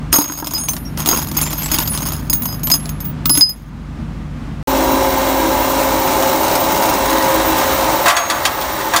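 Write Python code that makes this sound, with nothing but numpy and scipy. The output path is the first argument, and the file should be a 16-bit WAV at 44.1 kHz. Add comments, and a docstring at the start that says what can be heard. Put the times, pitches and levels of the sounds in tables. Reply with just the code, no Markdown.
"""Spent brass casings clink and sing in a plastic bucket as a hand rummages and lets a few drop back. Their
knocks carry into the bucket wall and floor; a generator hums behind. Then the scene changes: after a brief
silent gap a shredder drones close by, its drive shaking the steel frame. As the microphone moves from hopper to
conveyor, casings slide in and the first ones crack in the cutters. A limiter ducks the background after the
loudest clinks."""
import sys
import numpy as np
from scipy import signal
from scipy.fft import rfft, irfft
from scipy.io import wavfile
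from scipy.ndimage import uniform_filter1d, minimum_filter1d

SR = 44100
rng = np.random.default_rng(int(sys.argv[2]) if len(sys.argv) > 2 else 0)


def dump_mix(stems):
    """Bounce the given channels to the path in sys.argv[1] as a 16-bit WAV at rate SR."""
    frames = np.atleast_2d(stems).T  # one column per channel
    limited = np.clip(frames, -1, 1)  # hard clip at full scale
    pcm = np.round(limited * 32767).astype(np.int16)
    wavfile.write(sys.argv[1], SR, pcm)


N = 396900
TIME = np.arange(N) / SR
SILENCE_FROM_S, SILENCE_TO_S = 4.628, 4.674


def amp(db):
    return 10 ** (np.asarray(db) / 20)


def unit_rms(x):
    return x / np.sqrt(np.mean(x ** 2) + 1e-20)


def curve(rows, column=1):
    """One column of a time table, sample by sample."""
    rows = np.array(rows)
    return np.interp(TIME, rows[:, 0], rows[:, column])


def add(mix, start_s, sound):
    part = mix[max(round(start_s * SR), 0):][:len(sound)]
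    part += sound[:len(part)]


def fade(t60, size):
    """Exponential decay that loses 60 dB in t60 seconds."""
    return np.exp(-np.log(1000) * TIME[:size] / t60)


def noise(spectrum, size=N):
    """Noise of rms 1, coloured by rows of freq_hz, level_db."""
    hz, db = np.transpose(spectrum)
    gain = amp(np.interp(np.log(np.fft.rfftfreq(size, 1 / SR) + 1), np.log(hz), db))
    return unit_rms(irfft(rfft(rng.standard_normal(size)) * gain, size))


def drift(rate_hz):
    """A random wander of rms 1, with up to about rate_hz changes a second."""
    hz = np.arange(0, 3 * rate_hz, SR / N)
    real, imag = np.random.default_rng(rng.integers(2 ** 31)).standard_normal((len(hz), 2)).T
    return unit_rms(irfft((real + 1j * imag) * np.exp(-(hz / rate_hz) ** 2), N))


def ring(modes, detune, uneven_db, damping=1, count=2, size=8000):
    """Like objects struck at random spots; damping divides their ring times; rms 1 over the first 10 ms."""
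    hz, db, t60 = np.tile(np.transpose(modes), count)[:, :, None]
    pitch, strength, phase = rng.standard_normal((3, len(hz), 1))
    waves = np.sin(2 * np.pi * (hz * (1 + detune * pitch) * TIME[:size] + phase))
    sound = (amp(db + uneven_db * strength) * fade(t60 / damping, size) * waves).sum(0)
    return sound / np.std(sound[:SR // 100])


def patter(contacts, per_s, spread_db):
    """Plays the given contact sounds at random moments and strengths; rms 1."""
    strengths = amp(spread_db * np.minimum(rng.exponential(1, N), 2))
    which, out = rng.integers(0, len(contacts), N), np.zeros(N)
    for at in np.flatnonzero(rng.random(N) < per_s / SR):
        add(out, at / SR, strengths[at] * contacts[which[at]])
    return unit_rms(out)


# hum of the generator, behind the bucket: pitch_hz, level_db
GENERATOR_TONES = [(50.3, -31.5), (75.4, -36.5), (150.8, -30.5), (1205, -54.5)]
# the rumble under it: freq_hz, level_db
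RUMBLE_SPECTRUM = [(25, -26), (55, -4.5), (245, -4), (405, -22.5), (1190, -25), (2000, -31), (7100, -46.5),
                   (15000, -59.5)]
def generator(rumble_db=-27):
    """Engine and alternator tones waver slightly over a low rumble."""
    clock = TIME + 0.0005 * drift(0.88)
    hum = sum(amp(db + 1.1 * drift(6.4)) * np.sin(2 * np.pi * (hz * clock + rng.random()))
              for hz, db in GENERATOR_TONES)
    return np.sqrt(2) * hum + amp(rumble_db + 0.78 * drift(5.0)) * noise(RUMBLE_SPECTRUM)


# brass on brass, at the point of contact: freq_hz, level_db
SNAP_SPECTRUM = [(400, -13), (1000, -3), (2000, 6), (4000, 9), (8000, 6), (10500, 1.5), (16000, -5)]
def snap(t60=0.012, echo_db=-12, echo_t60=0.05, size=8000):
    """The dry snap of two casings, with its quick echoes between the walls around them."""
    return noise(SNAP_SPECTRUM, size) * (fade(t60, size) + amp(echo_db) * fade(echo_t60, size))


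# one brass casing in the pile: pitch_hz, level_db, t60_s
CASING_MODES = [(5050, 0, 0.056), (6560, 3, 0.071), (9400, 0, 0.06), (11330, -4, 0.1), (11940, 0, 0.05),
                (13080, -4, 0.08), (14330, 0, 0.06), (15350, 2, 0.05)]
# the bucket wall and the air inside: pitch_hz, level_db, t60_s
BUCKET_MODES = [(293.3, 2.5, 0.083), (634, -5, 0.078), (917, 3.5, 0.034), (1051, 4, 0.0312),
                (1274, -2, 0.038), (1410, -6, 0.07)]
def jingle(per_s, spread_db, snap_db, wall_db, detune, damping, uneven_db):
    """Loose casings of slightly different sizes touch at random; each rings, snaps and stirs the wall."""
    contacts = [ring(CASING_MODES, detune, uneven_db, damping, count=1)
                + amp(snap_db) * snap()
                + amp(wall_db) * ring(BUCKET_MODES, detune=0.087, uneven_db=-1.5) for _ in range(24)]
    return patter(contacts, per_s, spread_db)


# air in an open casing: pitch_hz, level_db, t60_s
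HOLLOW_MODES = [(1920, 3.5, 0.02), (3360, 6, 0.018)]
def scraping(snap_db=2, hollow_db=-1, wall_db=-2, size=3000):
    """Casings pressed together in the hand slip over each other: damped, hollow ticks of many pitches."""
    ticks = [ring(CASING_MODES, detune=0.078, uneven_db=5, damping=1.3, count=1, size=size)
             + amp(snap_db) * snap(size=size)
             + amp(hollow_db) * ring(HOLLOW_MODES, detune=0.25, uneven_db=2, count=1, size=size)
             + amp(wall_db) * ring(BUCKET_MODES, detune=0.073, uneven_db=1, count=1, size=size)
             for _ in range(40)]
    return patter(ticks, per_s=420, spread_db=6)


# the hand, down in the bucket: start_s, length_s, effort_db, grip_share
HAND_STROKES = [(0.119, 0.13, -9, 0.04), (0.372, 0.21, -21, 0.07), (0.965, 0.04, -24, 0.44),
                (1.046, 0.091, -15.5, 0.13), (1.34, 0.13, -21.5, 0.56), (1.559, 0.21, -26, 0.34),
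                (1.702, 0.074, -22, 0.84), (1.909, 0.2, -24, 0.17), (2.308, 0.21, -33, 0),
                (2.692, 0.041, -31.5, 0.7), (3.312, 0.12, -29, 0.45)]
def rummaging(attack_s=0.026, settle_db_per_s=102):
    """Each stroke swells, holds and settles; loose casings jingle and gripped ones scrape."""
    loose, gripped = np.zeros((2, N))
    t = TIME[:SR]
    for start_s, length_s, effort_db, grip_share in HAND_STROKES:
        settling_db = settle_db_per_s * np.maximum(t - length_s, 0)
        power = (np.minimum(t / attack_s, 1) * amp(effort_db - settling_db)) ** 2
        add(loose, start_s, (1 - grip_share) * power)
        add(gripped, start_s, grip_share * power)
    jingling = jingle(per_s=140, spread_db=8, snap_db=0, wall_db=-3.5,
                      detune=0.014, damping=0.68, uneven_db=6)
    return np.sqrt(loose) * jingling + np.sqrt(gripped) * scraping()


# clearest modes of free casings, named by casing shape and mode number: mode_name, pitch_hz
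FREE_MODE_HZ = {"wide 1": 5021, "wide 2": 9882, "wide 3": 11187, "wide 4": 15520, "slim 1": 6550, "slim 2":
                9399, "slim 3": 11940, "slim 4": 13115, "small 1": 7224, "small 2": 7693, "small 3": 11380,
                "small 4": 12850, "long 1": 6245, "long 2": 8807, "short 1": 5582}
# casings tumbling free in the bucket, the last at the shredder: start_s, length_s, mode_name, level_db
TUMBLES = [(0.132, 0.28, "slim 1", -2), (0.143, 0.11, "slim 3", -4.5), (0.124, .13, "slim 2", -15),
           (0.548, 0.024, "wide 1", -8), (0.58, 0.085, "slim 1", -14.5), (0.581, 0.084, "slim 2", -14.5),
           (0.688, 0.0052, "long 1", -6.5), (0.686, 0.055, "long 2", -21), (0.695, 0.04, "wide 4", -18),
           (.692, 0.32, "slim 4", -22), (0.696, 0.35, "wide 2", -28), (0.851, 0.026, "short 1", -30.5),
           (1.1, 0.053, "slim 1", -12), (1.415, 0.084, "small 1", -22.5), (1.577, 0.13, "small 4", -19),
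           (1.634, 0.036, "small 2", -22), (1.736, 0.015, "wide 1", -20.5), (1.813, .16, "small 4", -19),
           (1.897, .07, "wide 2", -16.5), (2.334, 0.26, "wide 4", -12), (2.417, .2, "small 3", -20),
           (2.478, 0.068, "wide 1", -27.5), (2.64, .1, "slim 4", -14.5), (2.717, 0.022, "wide 1", -4.5),
           (2.733, .3, "wide 3", -21), (3.044, 0.059, "wide 4", -18), (3.255, 0.21, "wide 4", -9.5),
           (3.3, 0.061, "wide 1", -11), (3.303, 0.24, "wide 3", -4), (3.409, 0.024, "wide 1", 11),
           (3.435, 0.076, "wide 1", -5), (8.153, 0.24, "slim 1", -15.5)]
def singing(rise_s=0.0015, stop_s=0.011, twin_db=-20, min_split_hz=26):
    """Free casings ring until the pile stops them; slightly out of round, each mode beats with a twin."""
    out, t = np.zeros(N), TIME[:SR]
    for start_s, length_s, mode_name, level_db in TUMBLES:
        hz, clock = FREE_MODE_HZ[mode_name], t + round(start_s * SR) / SR
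        t60 = 0.59 * (10000 / hz) ** 0.78  # higher modes die sooner
        twin_hz = hz + min_split_hz * (1 + rng.random())
        pair = np.sin(2 * np.pi * hz * clock) + amp(twin_db) * np.sin(2 * np.pi * twin_hz * clock)
        envelope = (1 - np.exp(-t / rise_s)) * np.exp(-np.maximum(t - length_s, 0) / stop_s)
        add(out, start_s, amp(level_db) * fade(t60, len(t)) * envelope * pair)
    return out


def chatter(sound, gap_s=0.003, loss_db=4.5, count=4):
    """The casings rebound and touch again a few times, ever more lightly."""
    rebounds = np.zeros(len(sound))
    delays = np.cumsum(gap_s * (0.5 + rng.exponential(1, count)))
    for k, delay_s in enumerate(delays):
        add(rebounds, delay_s, amp(-loss_db * (k + 2)) * sound)
    return sound + rebounds


# casings knocking together in the bucket: start_s, snap_db, ring_db
KNOCKS = [(0.128, -1, -4.5), (0.148, -8, -10), (0.1589, -6, -1.5), (0.188, -2, -2.5), (0.471, -5, -12),
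          (0.536, -15, -9.5), (0.5801, -15, -18), (0.6858, -8, -12), (0.734, -15, -25), (0.766, -16, -47),
          (0.9747, -17, -41), (1.003, -17, -28), (1.06, -10, -16), (1.087, -15, -6.5), (1.315, -19, -26),
          (1.3696, -22, -11), (1.414, -13.5, -12.5), (1.53, -14, -20), (1.66, -13.5, -27),
          (1.716, -12, -10.5), (1.741, -15, -12), (1.786, -7.5, -15), (1.875, -16.5, -15.5),
          (1.9754, -12, -24), (2.067, -20, -18), (2.2982, -17.5, -10), (2.330, -12, -9), (2.421, -23, -22),
          (2.4554, -15.5, -15.5), (2.633, -21, -16.5), (2.672, -13.5, -24), (2.701, -9.5, -13),
          (2.7149, -11.5, -6.5), (2.7394, -8, -8), (2.857, -22, -38), (2.892, -21, -21.5),
          (3.004, -26, -23), (3.052, -29, -29), (3.257, -8, -22), (3.2948, -7, -8.5), (3.353, -13.5, -17),
          (3.374, -8, -7), (3.41, -3.5, -4), (3.492, -22, -10)]
def clinks(direct_db=-2.5, wall_db=-9, spread_s=0.001, damping=0.78):
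    """Each knock snaps, rings the casings that meet, and reaches the bucket wall through the pile."""
    out = np.zeros(N)
    for start_s, snap_db, ring_db in KNOCKS:
        low_db = 3 + 0.6 * ring_db  # soft knocks ring thinner
        low = amp(low_db) * ring(CASING_MODES[:3], detune=0.012, uneven_db=3, damping=damping)
        high = ring(CASING_MODES[3:], detune=0.009, uneven_db=5, damping=damping)
        wall = amp(snap_db + wall_db) * ring(BUCKET_MODES, detune=0.069, uneven_db=0)
        ringing = amp(ring_db) * (low + high) + wall
        # the blow takes a moment to spread through neighbouring casings
        ringing *= 1 - np.exp(-TIME[:len(ringing)] / spread_s)
        add(out, start_s, chatter(amp(snap_db + direct_db) * snap() + ringing / np.sqrt(2)))
    return out


# the pile against the bucket: start_s, wall_db, floor_db
PILE_BUMPS = [(.158, -8.5, -30), (0.187, -4, 8), (0.299, -10.5, -6.5), (0.425, -12.5, -10),
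              (1.09, -19, -32), (1.13, -12, -26), (3.304, -18.5, -11.5), (3.375, -29, -13)]
def bumps(floor_hz=292, floor_t60=0.1):
    """The shifting pile knocks on the bucket wall and thumps its floor."""
    out = np.zeros(N)
    thump = fade(floor_t60, SR) * np.sin(2 * np.pi * floor_hz * TIME[:SR])
    for start_s, wall_db, floor_db in PILE_BUMPS:
        wall = ring(BUCKET_MODES, detune=0.13, uneven_db=3.5) / np.sqrt(2)
        add(out, start_s, chatter(amp(wall_db) * wall))
        add(out, start_s, amp(floor_db) * thump)
    return out


def resonances(rows):
    """Narrow resonances shaken at random: each swells, dips and wanders in pitch."""
    return sum(amp(db) * (drift(width_hz) * np.sin(2 * np.pi * hz * TIME)
                          + drift(width_hz) * np.cos(2 * np.pi * hz * TIME))
               for hz, width_hz, db in rows)


def churning(x, drive_hz, likeness=0.4):
    """Each turn of the shaft, three beats of the drive long, partly repeats the two turns before."""
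    turn_samples = round(3 * SR / drive_hz)
    return unit_rms(sum(likeness ** k * np.roll(x, k * turn_samples) for k in range(3)))


def steel_frame(x, wet, t60=0.088, size=6000):
    """The steel frame answers with countless close resonances."""
    tail = rng.standard_normal(size) * fade(t60, size)
    answer = signal.oaconvolve(x, tail / np.linalg.norm(tail))[:N]
    return (x + wet * answer) / np.hypot(1, wet)


# the shredder close by, microphone moving from hopper to conveyor: time_s, drone_db, tones_db, rattle_db
MICROPHONE_PATH = [(4.7, -1, -15.5, -39), (6.85, 0.4, -27, -34.5), (7.15, -0.5, -23, -25.5),
                   (7.7, 0.5, -27, -25), (8.05, -0.5, -33, -29.5), (8.25, -7.5, -38.5, -26.5),
                   (9, -4.5, -39, -27)]
# tones of the drive along that path: harmonic, level_db, change_db_per_s
DRIVE_TONES = [(1, -13, 1.5), (5, -6, -0.5), (7, -13, 0), (10, -6, 3), (19, -14.5, 4.5)]
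# high whine of the electric motor: pitch_hz, width_hz, level_db
MOTOR_WHINE = [(14270, 25, -33), (14480, 260, -31), (15220, 30, -37), (15180, 380, -32)]
# roar of the machine: freq_hz, level_db
ROAR_SPECTRUM = [(25, -29), (55, -6), (173, -10), (267, -6.5), (421, -4.5), (457, -12.5), (537, -2),
                 (684, -3.5), (871, -1), (1200, -8), (2560, -17), (7000, -21), (10600, -27.5), (15500, -30)]
# rattle at the conveyor: freq_hz, level_db
CONVEYOR_SPECTRUM = [(600, -21), (1000, 1), (1700, 2), (2700, -10.5), (3600, -7), (8000, -22)]
# ringing steel panels: pitch_hz, width_hz, level_db
PANEL_MODES = [(322.5, 7.4, -27), (585, 4.2, -30.5), (864, 11.5, -26.5), (894, 6.4, -30), (960, 6.1, -27.5),
               (3910, 113, -37)]
def shredder(drive_hz=53.66, roar_db=-17, throb_depth=0.076, tick_db=-39, waver_db=2.2):
    """The drive shakes the frame: tones, ringing panels, whine, rattle, ticks and a churning roar."""
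    drone_gain, tone_gain, rattle_gain = (amp(curve(MICROPHONE_PATH, column)) for column in (1, 2, 3))
    beats = drive_hz * (TIME + 0.00015 * drift(2.4))
    tones = np.zeros(N)
    for harmonic, level_db, change_db_per_s in DRIVE_TONES:
        gain = amp(level_db + change_db_per_s * (TIME - SILENCE_TO_S) + waver_db * drift(38))
        tones += gain * np.sin(2 * np.pi * (harmonic * beats + rng.random()))
    whine = resonances(MOTOR_WHINE) * amp(2 * drift(22))
    roar = amp(roar_db + 0.5 * drift(16)) * churning(noise(ROAR_SPECTRUM), drive_hz)
    low_roar = signal.sosfiltfilt(signal.butter(2, 1400, fs=SR, output="sos"), roar)
    # only the upper part of the roar throbs, once and three times a beat
    throb = 1 + throb_depth * (np.cos(2 * np.pi * beats) + np.cos(6 * np.pi * beats) / np.sqrt(2))
    tick_envelope = np.exp(-(beats % 1) / 0.026) * amp(1.9 * drift(29))
    ticks = unit_rms(tick_envelope * noise([(5000, -14), (11000, 0)]))
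    rattle = steel_frame(noise(CONVEYOR_SPECTRUM) * amp(2 * drift(48)), wet=0.7)
    panels = resonances(PANEL_MODES)
    high_roar = steel_frame(roar - low_roar, wet=0.53) * throb
    drone = low_roar + high_roar + panels + whine + amp(tick_db) * ticks
    return np.sqrt(2) * tone_gain * tones + drone_gain * drone + rattle_gain * rattle


# the stream of casings in the hopper: time_s, level_db
HOPPER_FLOW = [(5.4, -66), (5.7, -32.5), (6.4, -27.5), (7.15, -27.5), (7.5, -31), (8.4, -38)]
def pouring():
    """Casings jingle against each other as they slide down the hopper."""
    return amp(curve(HOPPER_FLOW)) * jingle(per_s=82, spread_db=5.5, snap_db=9, wall_db=0,
                                            detune=0.012, damping=0.7, uneven_db=4)


# a bursting casing: freq_hz, level_db
CRACK_SPECTRUM = [(500, -28), (1200, 4), (2500, 3.5), (6000, 3), (10000, -6), (15000, -12)]
# the steel chamber around it: freq_hz, level_db
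CHAMBER_SPECTRUM = [(300, -44), (650, 1), (1000, 7), (2300, -6), (5000, -23)]
# the ringing cutters: pitch_hz, level_db, t60_s
CUTTER_MODES = [(1020, -10, 0.12), (3410, 16, 0.07)]
# casings caught inside the shredder: start_s, crack_db, chamber_db
CUTTER_BITES = [(8.059, -11, -7), (8.082, -2.5, -7), (8.099, -3.5, -8.5), (8.167, -6, -9), (8.300, -9, -13),
                (8.452, -5, -16.5), (8.612, -18.5, -31), (8.936, -14, -11.5), (8.962, -4, -22)]
def cracks(crack_t60=0.063, chamber_t60=0.38, ring_db=-12, size=12000):
    """A casing bursts between the cutters; they ring and the steel chamber clangs."""
    out = np.zeros(N)
    for start_s, crack_db, chamber_db in CUTTER_BITES:
        burst = noise(CRACK_SPECTRUM, size) * fade(crack_t60, size)
        clang = noise(CHAMBER_SPECTRUM, size) * fade(chamber_t60, size)
        cutters = ring(CUTTER_MODES, detune=0.0305, uneven_db=0, count=3, size=size)
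        add(out, start_s, amp(crack_db) * (burst + amp(ring_db) * cutters) + amp(chamber_db) * clang)
    return steel_frame(out, wet=1.0)


def scene():
    """Two scenes one after the other, with a brief silent gap between: first at the bucket, then close to the
    shredder."""
    at_bucket = clinks() + bumps() + rummaging() + generator()
    at_shredder = pouring() + shredder() + cracks()
    return (at_bucket * (TIME < SILENCE_FROM_S) + at_shredder * (TIME > SILENCE_TO_S) + singing())[None]


def record(dry, ceiling_db=1.0, recover_db_per_s=21, cutoff_hz=15850):
    """After the microphone, a peak limiter clamps at once and recovers slowly; then a steep low-pass."""
    over_db = np.maximum(20 * np.log10(abs(dry[0]) + 1e-9) - ceiling_db, 0)
    recovery_db = recover_db_per_s * TIME
    held_db = np.maximum.accumulate(over_db + recovery_db) - recovery_db
    gain_db = uniform_filter1d(minimum_filter1d(-held_db, size=65), size=65)
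    low_pass = signal.firwin(401, cutoff_hz, window=("kaiser", 9), fs=SR)
    return signal.oaconvolve(dry * amp(gain_db), low_pass[None], "same")


dry = scene()
out = record(dry)
dump_mix(out)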